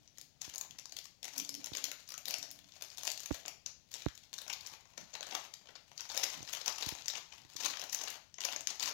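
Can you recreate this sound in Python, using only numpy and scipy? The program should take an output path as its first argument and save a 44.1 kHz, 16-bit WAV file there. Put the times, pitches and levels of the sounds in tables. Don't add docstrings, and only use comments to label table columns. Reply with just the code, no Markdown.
import sys
import numpy as np
from scipy import signal
from scipy.fft import rfft, irfft, next_fast_len
from scipy.io import wavfile
from scipy.ndimage import uniform_filter1d

SR = 44100
rng = np.random.default_rng(int(sys.argv[2]) if len(sys.argv) > 2 else 0)


def pcm_store(signal):
    levels = np.round(np.clip(np.atleast_2d(signal), -1, 1) * 32767)
    wavfile.write(sys.argv[1], SR, levels.astype(np.int16).T)


N = 393813
HOLLOW_DB, HOLLOW_OCTAVES = 10, 0.28
CONTROL_STEP = 64


def undb(db):
    return 10 ** (np.asarray(db) / 20)


def unit(x):
    return x / np.sqrt(np.mean(x ** 2, axis=-1, keepdims=True))


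def shape(table, size):
    hz, db = np.transpose(table)
    bins_hz = np.fft.rfftfreq(size, 1 / SR) + 1
    return undb(np.interp(np.log(bins_hz), np.log(hz), db))


def band(x, lo_hz, hi_hz):
    return signal.sosfilt(signal.butter(2, [lo_hz, hi_hz], "band", fs=SR, output="sos"), x)


def hump(f, hz, db, octaves):
    return undb(db * np.exp(-0.5 * (np.log2(f / hz) / octaves) ** 2))


def walk(rate_hz):
    hold = int(SR / rate_hz)
    steps = np.repeat(rng.standard_normal(N // hold + 1), hold)
    return unit(uniform_filter1d(steps, hold)[:N])


def noise(table):
    size = next_fast_len(N)
    spectrum = rfft(rng.standard_normal(size)) * shape(table, size)
    return irfft(spectrum, size)[:N] * np.sqrt(SR / 2)


def blend(db, *columns):
    power = undb(db) ** 2 + 1e-14
    total = power.sum(axis=0)
    return [np.sqrt(total)] + [(power * c).sum(axis=0) / total for c in columns]


def air():
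    # hz, level_db_per_hz
    air_spectrum = [(30, -103), (60, -92), (150, -91.5), (250, -101), (450, -107), (620, -103),
                    (1300, -114), (3000, -108), (6500, -108), (8500, -123), (15000, -122)]
    return noise(air_spectrum) * undb(0.25 * walk(2.26))


def hiss():
    # hz, level_db_per_hz
    hiss_spectrum = [(30, -122), (60, -116), (150, -112), (300, -113), (600, -119.5), (1200, -124),
                     (2500, -127.5), (7000, -133), (10000, -132), (14000, -126), (16000, -126)]
    return noise(hiss_spectrum)


def pinching():
    # hardest_s, crackle_db, build_s, ease_s, body_db re crackle, hollow_hz
    pinches = [(0, -51, .05, 0.048, -7.5, 645), (.2, -55, 0.052, 0.037, -22, 635),
               (0.451, -49.5, 0.033, 0.062, -14, 980), (.62, -67, 0.22, 0.18, 6.5, 765),
               (1, -88, .5, .12, -7, 760), (1.39, -49, 0.093, 0.052, -9, 780), (1.6, -61, 0.33, 1, -2, 694),
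               (1.86, -56, .2, 0.089, -8, 557), (2.125, -64, 0.45, .09, -20, 590),
               (2.28, -45, 0.042, 0.21, -7, 586), (2.5, -69.5, .2, 0.33, -2, 670),
               (2.825, -59.5, 0.19, 0.065, -5, 780), (3.075, -48.5, 0.42, 0.037, -10, 720),
               (3.325, -48, 0.14, 0.12, -11, 660), (3.475, -56, 0.095, 0.038, 1.5, 730),
               (3.7, -66, 0.056, .05, -5, 580), (3.95, -50.5, 0.032, 0.24, -15, 700),
               (4.2, -67, .4, 0.38, -15, 830), (4.38, -58, .1, 0.88, -2.5, 850),
               (4.68, -56, 0.1, 0.18, -3.5, 860), (4.998, -56, .035, 0.075, -8, 620),
               (5.351, -38, 0.15, 0.083, -2.5, 764), (5.68, -67, 0.24, .3, 3, 670),
               (5.875, -86, .15, 0.037, -12, 870), (6.02, -51, 0.032, 0.56, -7.5, 822),
               (6.28, -40.5, 0.25, 0.094, -7.5, 750), (6.525, -46, 0.19, 0.38, -9, 1100),
               (6.675, -44.5, 0.12, 0.063, 0, 898), (6.9, -49, 0.88, 0.2, -7.5, 824),
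               (7.175, -44.5, 0.1, .04, -4.5, 800), (7.34, -61.5, 0.39, 0.76, -5, 880),
               (7.651, -38, 0.12, .12, -10.5, 1050), (7.8, -52.5, 0.31, 0.36, -5.5, 740),
               (8.1, -47.5, 0.36, 0.081, -2.5, 1020), (8.45, -43, 0.037, 0.3, -5, 850),
               (8.7, -50.5, 0.047, 0.15, 0, 850), (8.85, -39.5, 0.11, 0.1, -7.5, 1030)]
    s, db, build_s, ease_s, body_db, hollow_hz = np.transpose(pinches)[:, :, None]
    t = np.arange(0, N, CONTROL_STEP) / SR
    before = (s - t) / np.maximum(build_s, 0.01)
    after = (t - s) / np.maximum(ease_s, 0.01)
    curves = blend(db - 20 * np.maximum(before, after), body_db, hollow_hz)
    return [np.interp(np.arange(N) / SR, t, c) for c in curves]


def parts(size):
    # hz, level_db_per_hz (relative, microphone included)
    paper_spectrum = [(150, -26), (250, -15.5), (450, -9.5), (830, -8), (1400, -7.5), (2000, -3),
                      (3000, -2.5), (4200, 1), (5200, -2), (6500, 0), (7200, -2), (8600, -18), (12300, -13),
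                      (15500, -16.5), (17000, -24.5)]
    f = np.fft.rfftfreq(size, 1 / SR) + 1
    body = 1 / (1 + (f / 1900) ** 4)
    sizzle = 1 / (1 + (8200 / f) ** 12)
    return f, shape(paper_spectrum, size) * np.array([body, 1 - body - sizzle, sizzle])


def crackle(per_s=900, spread_db=3.5, sizzle_db=-11, bunch_db=4.5):
    level, body_db, hollow_hz = pinching()
    clicks = (rng.random(N) < per_s / SR) * undb(spread_db * rng.exponential(size=N))
    puffs = signal.lfilter([1], [1, -0.97], clicks) * rng.standard_normal(N)
    puffs *= undb(bunch_db * walk(40))
    size = next_fast_len(N)
    f, colour = parts(size)
    spectrum = rfft(puffs, size)
    middle, sizzle = unit(irfft(spectrum * colour[1:], size)[:, :N])
    steps = np.arange(4)[:, None]
    hollow = hump(f, 450 * 2 ** (steps / 2), HOLLOW_DB, HOLLOW_OCTAVES)
    pockets = unit(irfft(spectrum * colour[0] * hollow, size)[:, :N])
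    fades = np.clip(1 - abs(2 * np.log2(hollow_hz / 450) - steps), 0, 1)
    body = (fades * pockets).sum(axis=0)
    return level * (middle + undb(body_db) * body + undb(sizzle_db) * sizzle)


def lesser_creases(per_s=18, strongest_db=13.5, spread_db=10, body_re_db=-4, sizzle_db=-16.5, fade_ms=1.92):
    even = rng.random((int(per_s * N / SR), 4)).T
    bell = rng.standard_normal((even.shape[1], 3)).T
    s = even[0] * (N - 1) / SR
    level, body_db, hollow_hz = (c[(s * SR).astype(int)] for c in pinching())
    return np.transpose([
        s,
        20 * np.log10(level) + strongest_db - spread_db * even[3],
        3000 + 3900 * np.sqrt(even[1]),
        body_db + body_re_db + 4 * bell[1],
        sizzle_db + 5 * bell[2],
        fade_ms * np.exp(0.28 * bell[0]),
        hollow_hz * 1.53 ** (even[2] - 0.5)])


def snaps(size=2048, lead=400, build=0.87, abrupt=1.75, loudest=0.46, peak_db=7.5, octaves=0.25,
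          ragged_db=3.0, body_slow=2.4, thin_db_per_db=0.31, usual_body_db=-13, thin_hz=4400):
    # start_s, peak_db, strongest_hz, body_db (below 2 kHz, re peak),
    # sizzle_db (above 8 kHz, re peak), fade_ms, hollow_hz
    clear_creases = [(0.0768, -47, 6070, -31, -26, 1.1, 690), (0.1839, -39, 6460, -16.5, -8, 0.41, 480),
                     (0.2135, -39, 7100, -22, -6, 0.3, 620), (0.4161, -31.0, 6470, -19.5, -12, 1.9, 705),
                     (0.497, -41, 6600, -15, -9, 1.4, 690), (0.5387, -39, 6420, -14, -12, 2, 570),
                     (0.5482, -42, 6620, -13, -5, 2, 550), (0.5589, -32, 6210, -38, -8, 0.6, 610),
                     (0.5812, -31, 6580, -36, -3, 0.46, 630), (0.6113, -29.0, 6460, -17, -7.5, 0.98, 870),
                     (0.7095, -40, 3870, -20, -11, 0.47, 480), (0.7853, -43.5, 6060, -13, -9, 0.73, 750),
                     (0.7881, -36, 6030, -17, -11, 0.92, 750), (0.7966, -39, 6380, -22, -17, 0.4, 590),
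                     (0.8563, -35.5, 4530, -15, -13, 0.7, 1040), (0.8954, -44.5, 6490, -19, -16, 0.74, 500),
                     (0.9228, -37.0, 5700, -16, -15, 1.3, 740), (0.9676, -34, 3960, -18.5, -7.5, 1.2, 774),
                     (0.9876, -33.5, 5670, -19, -10, 1.1, 560), (1.0418, -49.5, 6150, -20, -5, 3.3, 500),
                     (1.0547, -42, 6850, -13, -9.5, 1.27, 965),
                     (1.2301, -34.5, 5900, -15.5, -11, 0.97, 620), (1.2439, -34.5, 6100, -13, -9, 1.2, 507),
                     (1.2531, -35, 6430, -10.5, -7, 1.6, 850), (1.2804, -38.5, 6820, -8, -11, 1.4, 700),
                     (1.2878, -40.5, 6840, -20, -25, 1.6, 480), (1.3618, -41, 5380, -10, -7, 1.9, 800),
                     (1.3798, -27.5, 5760, -30, -2.5, 2.2, 710), (1.3904, -32.5, 6810, -21, -10, 0.54, 850),
                     (1.3995, -27.5, 5700, -24, -11, 0.8, 800), (1.449, -35, 6920, -32, -11, 0.75, 1420),
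                     (1.4925, -28, 5300, -23, -8, 0.87, 480), (1.5422, -32.5, 6880, -31, -11, 0.4, 720),
                     (1.5507, -33.5, 5270, -23, -8.5, 1, 670), (1.6436, -31.5, 6090, -16.5, -10, 0.94, 875),
                     (1.6602, -33, 6500, -24, -7.5, 1.0, 810), (1.6705, -36.5, 2310, -9.5, -17, 0.97, 720),
                     (1.7354, -32.5, 4100, -16, -16, 1.9, 570), (1.7512, -31, 5900, -14, -13, 1.1, 510),
                     (1.7638, -35, 5660, -35, -19, 1.4, 660), (1.7706, -27.5, 6440, -16, -10.5, 1, 550),
                     (1.7803, -35.5, 3070, -14, -11, 3.9, 1230), (1.8415, -23, 5760, -26, -8.5, 0.68, 670),
                     (1.8536, -32.0, 5460, -18, -12, 0.89, 600), (1.9166, -32.5, 5260, -7, -6, 0.76, 1500),
                     (2.0776, -43, 6490, -29, -26, 0.9, 660), (2.0901, -41, 5140, -18, -5, 1.7, 800),
                     (2.1049, -38.5, 5240, -15, -11, 2.1, 1340), (2.1208, -38, 5140, -11.5, -8, 1.3, 557),
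                     (2.1403, -33.5, 6200, -11, -14, 1.2, 1400), (2.1791, -34, 6910, -14, -5.5, 0.67, 605),
                     (2.2559, -30, 3900, -29, -7, 0.57, 690), (2.2825, -28.5, 4270, -17, -3.5, 1, 650),
                     (2.3005, -37, 5340, -18, -10, 1.4, 580), (2.3086, -27.5, 5400, -23, -6.5, 1.1, 550),
                     (2.3407, -23.5, 5750, -17, -14, 1.4, 627), (2.3844, -35, 6360, -20, -4, 0.4, 710),
                     (2.428, -28.5, 5450, -21, -16, 0.92, 850), (2.5054, -40, 6220, -18, -23, 0.98, 687),
                     (2.5133, -41, 5560, -29, 2, 0.71, 890), (2.5898, -45.5, 3360, -15, -10, 1.9, 800),
                     (2.7217, -47.5, 4200, -24, -23, 1, 670), (2.8111, -43, 4310, -6, -10, 0.88, 740),
                     (2.8229, -32.5, 5500, -15.5, -4.5, 1.1, 510), (2.9018, -42, 4900, -29, -21, 0.9, 860),
                     (2.9735, -37.5, 5030, -21, -10, 0.38, 730), (2.9822, -35, 3970, -13, -5.5, 1.5, 1030),
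                     (3.0338, -33, 5300, -9, -4, 0.23, 830), (3.0512, -33.5, 6660, -28, -4, 1.4, 880),
                     (3.0704, -27, 6640, -12.5, -12, 1.2, 740), (3.0761, -24.5, 4460, -11.5, -9, 1.6, 626),
                     (3.1025, -26.5, 6400, -38, -16, 0.28, 1000), (3.1166, -31, 6400, -28, -4, 1.1, 510),
                     (3.1764, -33, 6480, -18, -13, 0.85, 615), (3.1961, -38, 5220, -21, -15, 1.2, 830),
                     (3.2036, -36, 6900, -17.5, -5.5, 1.05, 560), (3.2335, -40, 6370, -16, -5, 0.8, 1240),
                     (3.2596, -32.0, 6490, -17, -7.5, 0.86, 810), (3.3438, -37.5, 6710, -6, -6, 2.2, 610),
                     (3.4542, -40, 3620, -2, -23, 0.37, 730), (3.4604, -35.5, 6380, -14, -16, 0.8, 690),
                     (3.4812, -30, 6040, -11, -8.5, 0.71, 830), (3.6621, -28, 6600, -26, -22, 1.35, 547),
                     (3.9149, -43, 4040, -15, -9, 3.4, 950), (3.9302, -45, 5050, -25.5, -11, 1.2, 660),
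                     (3.9405, -30, 5600, -21, -11.5, 0.8, 477), (3.9553, -40, 6570, -12.5, -22, 2.1, 690),
                     (4.0204, -42, 3560, -11, -12, 1.3, 620), (4.059, -38.5, 3570, -17, -14, 0.54, 710),
                     (4.085, -41.5, 6210, -2.5, -16, 1.7, 1420), (4.1529, -46.5, 6180, -24, -10, 1.4, 1450),
                     (4.1773, -41.5, 6050, -18, -10, 0.72, 720), (4.3304, -36.5, 3850, -12, -14, 0.4, 860),
                     (4.3396, -33, 6450, -26, -13.5, 1, 990), (4.3818, -35.5, 6590, -13, -11, 0.24, 1350),
                     (4.3867, -31.5, 3800, -17, -14, 1.1, 1310),
                     (4.4166, -40.0, 3530, -13.5, -4.5, 2.4, 610),
                     (4.4795, -36, 5850, -12.5, -12, 2.3, 1070), (4.5004, -31.5, 2400, -9, -15, 2.14, 880),
                     (4.5295, -32.5, 5950, -12, -12, 1.8, 920), (4.5352, -31.5, 4500, -31, -14, 1.0, 860),
                     (4.6089, -43, 4800, -28, -11, 2.3, 1140), (4.6637, -36, 6530, -21, -29.5, 1.27, 830),
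                     (4.6712, -38, 6100, -45, -4.5, 0.55, 680), (4.9776, -33.5, 5840, -9.5, -17, 1.9, 620),
                     (5.1383, -37.5, 6690, -11, -24, 4.1, 565), (5.1524, -33.5, 3740, -6.5, -19, 1.46, 890),
                     (5.2086, -31.5, 6100, -7.5, -20, 0.39, 607), (5.2294, -32, 2940, -10, -17, 1, 1500),
                     (5.311, -35, 4320, -14, -26, 1.6, 710), (5.3231, -38.5, 5470, -3, -23, 3, 870),
                     (5.3498, -26.5, 5870, -6.5, -11.5, 2, 850),
                     (5.5388, -35.5, 4760, -24, -13.5, 1.34, 530), (5.672, -46.5, 3070, -13, -35, 1.0, 480),
                     (5.6892, -52.5, 3060, 0, -25, 2.5, 580), (5.7547, -43.0, 4900, -7, -36, 1.6, 577),
                     (5.7597, -44.5, 4330, -13, -29, 2.5, 600), (5.978, -34.5, 6140, -33, -19, 1.2, 590),
                     (5.9954, -40.5, 2980, -10.5, -25, 3.4, 1220), (6.0071, -30, 6200, -22, -15, 0.83, 870),
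                     (6.0904, -40.5, 6970, -17, -14, 3.6, 910), (6.0995, -35, 4230, -6.5, -16, 2.8, 800),
                     (6.1466, -36.5, 5960, -4, -9, 2.7, 850), (6.1676, -32.5, 6500, -8, -15, 1.8, 556),
                     (6.1759, -21, 4450, -14, -7.5, 0.65, 810), (6.1953, -34.5, 4630, -7, -19, 1.5, 800),
                     (6.2338, -25.0, 5150, -12.5, -14, 3.3, 620), (6.239, -24.5, 6000, -15, -9, 3.2, 610),
                     (6.3019, -35.5, 6790, -18, -19, 1.5, 660), (6.3394, -39.5, 3000, -8.5, -24, 3.2, 1130),
                     (6.4286, -37, 6590, -12, -12, 1.4, 660), (6.4761, -41, 5470, -9, -23, 1.8, 1260),
                     (6.4897, -37, 2950, -15, -24, 0.72, 580), (6.5293, -33, 5900, -14, -9, 4.2, 970),
                     (6.5344, -29.5, 2764, -10, -7, 1.7, 840), (6.5484, -32, 3130, -24, -10, 3.2, 1170),
                     (6.6124, -35.5, 4450, -14, -18, 3.9, 530), (6.6607, -24.5, 6180, -19, -14, 1.9, 920),
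                     (6.6797, -22, 6000, -12, -14, 1.63, 890), (6.7827, -32, 6850, -11, -11, 2.8, 1130),
                     (6.8097, -37, 6380, -7, -16, 1.7, 920), (6.8254, -25.5, 4670, -18, -21, 0.61, 950),
                     (6.8297, -33, 3900, -14, -21, 1.6, 920), (6.8624, -30, 4780, -16, -11, 1.7, 860),
                     (6.8889, -29, 6050, -14, -7, 1.9, 880), (6.9516, -38.5, 6970, -5.5, -20, 1.1, 700),
                     (6.9862, -41, 3840, -18, -27, 1, 740), (7.0221, -41, 4530, -19, -23, 0.8, 520),
                     (7.0589, -32.5, 6500, -32.5, -22, 0.93, 620),
                     (7.0826, -21, 6150, -27, -14.5, 0.58, 590), (7.1005, -28, 4290, -19, -25, 1, 620),
                     (7.1052, -35.5, 6120, -23, -9, 1.1, 720), (7.1545, -32.5, 2550, -16, -27, 2.5, 570),
                     (7.1712, -39, 6280, -11, -32, 3.5, 1190), (7.3234, -43, 3000, -12, -30, 2.7, 890),
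                     (7.5434, -50, 4230, -19, -22, 1.4, 870), (7.5641, -34.5, 6360, -16, -10, 1.7, 1050),
                     (7.5664, -34.5, 3900, -24, -21, 2.6, 1050), (7.6035, -35, 6230, -9, -23, 4.3, 1060),
                     (7.636, -33, 4900, -11, -16, 1.2, 690), (7.6461, -28, 4030, -17, -16, 1.0, 860),
                     (7.6499, -29, 4760, -9, -6, 3.7, 860), (7.6604, -24.5, 6100, -14, -11, 0.87, 700),
                     (7.7015, -35.5, 4570, -12, -22, 2.5, 630), (7.7357, -36, 3640, -9, -25, 2.7, 1300),
                     (7.7717, -35.5, 6470, -8.5, -16, 0.96, 840), (7.796, -32.5, 5330, -17, -16, 1.0, 710),
                     (7.8166, -32.5, 5910, -24, -11, 0.4, 710), (7.8964, -33.0, 5770, -25, -16.5, 1.3, 980),
                     (7.9257, -40, 5530, -21, 0, 3, 1040), (7.9288, -30.5, 5850, -15.5, -6, 2.9, 1050),
                     (7.9471, -23, 6300, -22, -7.5, 1, 740), (7.9892, -34.5, 6050, -25, -21, 1.1, 730),
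                     (8.0149, -32, 6180, -11.5, -14, 2.6, 730), (8.0365, -32.5, 6040, -14, -12, 2.2, 750),
                     (8.075, -33.0, 4080, -8.5, -24, 1.4, 920), (8.0808, -32.5, 3240, -18, -14, 1.7, 730),
                     (8.1022, -35.5, 6860, -15, -4, 2.6, 596), (8.3423, -39.5, 6500, -24, -40, 0.64, 720),
                     (8.3845, -38.0, 6460, -6, -28, 1.9, 870), (8.4059, -31.5, 6150, -19, -13, 1.6, 840),
                     (8.4166, -35, 2800, -13, -17, 1.9, 980), (8.4376, -29.5, 4000, -14, -15, 0.83, 640),
                     (8.4497, -24, 6170, -14.5, -10.5, 3, 590), (8.4869, -32.5, 2920, -5, -19.5, 2, 845),
                     (8.5181, -38, 3700, -11, -23, 2.2, 970), (8.5313, -35, 3270, -6, -23, 2.0, 1160),
                     (8.5625, -26.5, 6300, -13.5, -20, 0.67, 660),
                     (8.6083, -33.5, 6590, -12, -11, 0.76, 810),
                     (8.6722, -20.5, 5840, -22, -16, 0.63, 1500),
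                     (8.7037, -33.5, 6500, -12.5, -15, 1.9, 830),
                     (8.7975, -28.0, 6300, -22.5, -20, 1.5, 850), (8.8057, -29, 4640, -18, -22, 1.2, 1254),
                     (8.8274, -26, 4730, -16, -11.5, 3.6, 786), (8.8362, -27.5, 3920, -17, -16, 1.3, 1124),
                     (8.9112, -35.5, 6040, -8, -19, 1.4, 513)]
    creases = np.vstack([clear_creases, lesser_creases()])
    s, db, hz, body_db, sizzle_db, fade_ms, hollow_hz = creases.T[:, :, None]
    ms = (np.arange(size) - lead) * 1000 / SR
    chance = rng.standard_normal((len(s), 2, size))
    ragged = undb(ragged_db * unit(uniform_filter1d(chance[:, 1], 16)))
    f, colour = parts(size)
    hollow = hump(f, hollow_hz, HOLLOW_DB, HOLLOW_OCTAVES)
    thin_db = thin_db_per_db * (body_db - usual_body_db)
    thin = undb(thin_db * np.clip(np.log2(thin_hz / f), 0, 1))
    gains = colour[0] * hollow, colour[1] * thin * hump(f, hz, peak_db, octaves), colour[2]
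    late = ms / np.clip(fade_ms, 0.3, 8) - loudest
    bursts = 0
    for gain, part_db, slow in zip(gains, (body_db, 0, sizzle_db), (body_slow, 1, 1)):
        envelope = np.exp(np.where(late < 0, late / build, -(abs(late) / slow) ** abrupt))
        burst = irfft(rfft(chance[:, 0] * ragged * envelope) * gain, size)
        top = np.sqrt(uniform_filter1d(burst ** 2, 44).max(axis=1, keepdims=True))
        bursts = bursts + burst / top * undb(db + part_db)
    out = np.zeros(N + 2 * size)
    at = (s * SR).astype(int)
    np.add.at(out, at + size - lead + np.arange(size), bursts)
    return out[size:size + N]


def room(x, places=4, tail_db=-5, early_db=-5.5):
    # hz, t60_s, level_db
    tail_bands = [(358, 0.29, 4), (744, 0.33, 2.5), (1505, 0.36, 2), (2860, 0.4, 1), (5400, 0.41, -1.5),
                  (12300, 0.26, 0.5)]
    t = np.arange(SR // 2) / SR
    place = np.repeat(rng.integers(places, size=N // 256 + 1), 256)[:N]
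    out = x.copy()
    for k in range(places):
        tail = 0
        for hz, t60_s, db in tail_bands:
            ringing = band(rng.standard_normal(len(t)), hz / 1.41, hz * 1.243)
            tail = tail + undb(db) * ringing * 10 ** (-3 * t / t60_s)
        tail *= 1 - np.exp(-(t / 0.0047) ** 2)
        early = (rng.random(len(t)) < 0.03) * rng.standard_normal(len(t)) * np.exp(-t / 0.0034)
        response = undb(tail_db) * tail / np.linalg.norm(tail)
        response += undb(early_db) * early / np.linalg.norm(early)
        out += signal.fftconvolve(x * (place == k), response)[:N]
    return out


def rubbing(rise_db_s=420, fall_db_s=332, resting_db=-90, scrape_db=-9):
    # start_s, length_s, upper_db (290 Hz mode), lower_db (150 Hz mode re upper)
    rubs = [(0, 0.022, -77, -4), (0.196, 0.027, -75, -4), (0.517, 0.078, -82, 5), (0.704, .03, -76.5, 12),
            (.93, .03, -76, -3), (1.388, 0.042, -52.5, -7), (1.515, 0.1, -57, -6.5),
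            (1.747, 0.18, -65.5, -7), (2.282, .02, -66, 2), (2.41, .02, -65, -5), (2.5, .16, -75, 3),
            (3.1, .04, -71, -10), (3.366, .04, -77, 1), (4.65, .03, -86, -1), (5.01, 0.025, -68.5, 10.5),
            (5.33, .02, -70, -24), (6.14, 0.18, -87.5, 10), (6.375, 0.04, -61.5, 4.5), (6.56, .04, -80, 0),
            (6.96, 0.036, -75, 1), (7.42, .03, -76, -4), (7.59, .03, -70, -14), (7.69, .03, -63.5, -6),
            (7.9, .2, -78, -3), (8.433, .12, -83, -4), (8.853, .1, -65, -9)]
    s, length_s, db, lower_db = np.transpose(rubs)[:, :, None]
    t = np.arange(0, N, CONTROL_STEP) / SR
    away_db = np.maximum(rise_db_s * (s - t), fall_db_s * (t - s - length_s))
    curves = blend(db - np.maximum(0, away_db), lower_db)
    upper, lower_db = (np.interp(np.arange(N) / SR, t, c) for c in curves)
    resting = undb(resting_db + 2.7 * walk(12))
    drive = rng.standard_normal((2, N)) * undb(1.5 * walk(25))
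    hums = np.array([band(drive[0], 278.0, 298.7), band(drive[1], 124, 230)])
    hums /= np.sqrt(uniform_filter1d(hums ** 2, SR // 20) + 1e-12)
    scrape = undb(scrape_db) * unit(band(band(drive[0], 200, 470), 200, 470))
    return (upper + resting) * (hums[0] + scrape) + (upper * undb(lower_db) + resting) * hums[1]


def knocks(rattle_db=-42, rattle_s=0.029, edge_db=-6, edge_ms=0.16):
    # start_s, peak_db, contact_ms
    blows = [(0.4793, -40.5, 0.11), (0.958, -53, 0.13), (1.7187, -34.5, 0.12), (2.3878, -50, 0.46),
             (3.3084, -23.5, .15), (3.3119, -18.5, 0.22), (4.0635, -16, 0.18), (4.618, -59, 2.8),
             (4.7237, -53, 0.24), (6.4056, -39, 0.18), (6.428, -42, 0.33), (6.8676, -36.5, 1.56),
             (6.9235, -33.5, .2), (7.4514, -52, 0.94), (7.555, -44, 0.14), (8.6086, -52, 0.28)]
    # hz, level_db, t60_s
    board_modes = [(278, -4, 0.013), (287, -6.5, 0.044), (143, 0, 0.032)]
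    # hz, level_db, t60_s
    bounce = (63, -4, 0.064)

    def mode(hz, db, t60_s):
        return undb(db) * np.cos(2 * np.pi * hz * t) * 10 ** (-3 * t / t60_s)

    t = np.arange(SR // 5) / SR
    ring = sum(mode(*m) for m in board_modes) - mode(*bounce)
    ring += undb(edge_db) * np.exp(-1000 * t / edge_ms)
    out = np.zeros(N + SR)
    for s, db, contact_ms in blows:
        push = np.hanning(int(max(contact_ms, 0.05) * SR / 500) + 3)
        rattle = unit(band(rng.standard_normal(len(t)), 400, 2700)) * np.exp(-t / rattle_s)
        blow = np.convolve(push, ring)[:len(t)]
        start = int(s * SR) - len(push) // 2
        out[start:start + len(t)] += undb(db) * (blow / blow.max() + undb(rattle_db) * rattle)
    return signal.lfilter(*signal.butter(2, 45, "high", fs=SR), out)[:N]


def leak(echoes, level_db=-25, lowpass_hz=500):
    detour = rng.standard_normal(SR // 20) / np.sqrt(SR // 20)
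    scattered = signal.fftconvolve(band(echoes, 400, 5600), detour)[:N]
    return undb(level_db) * signal.lfilter(*signal.butter(1, lowpass_hz, fs=SR), scattered)


def scene():
    direct = snaps() + crackle()
    paper = room(direct)
    wood = knocks() + rubbing()
    leaked = leak(paper - direct)
    left = paper + air() + undb(-45) * wood
    right = wood + leaked + hiss()
    return np.array([left, right])


def record(dry):
    return signal.sosfilt(signal.ellip(8, 0.2, 60, 15850, fs=SR, output="sos"), dry)


dry = scene()
out = record(dry)
pcm_store(out)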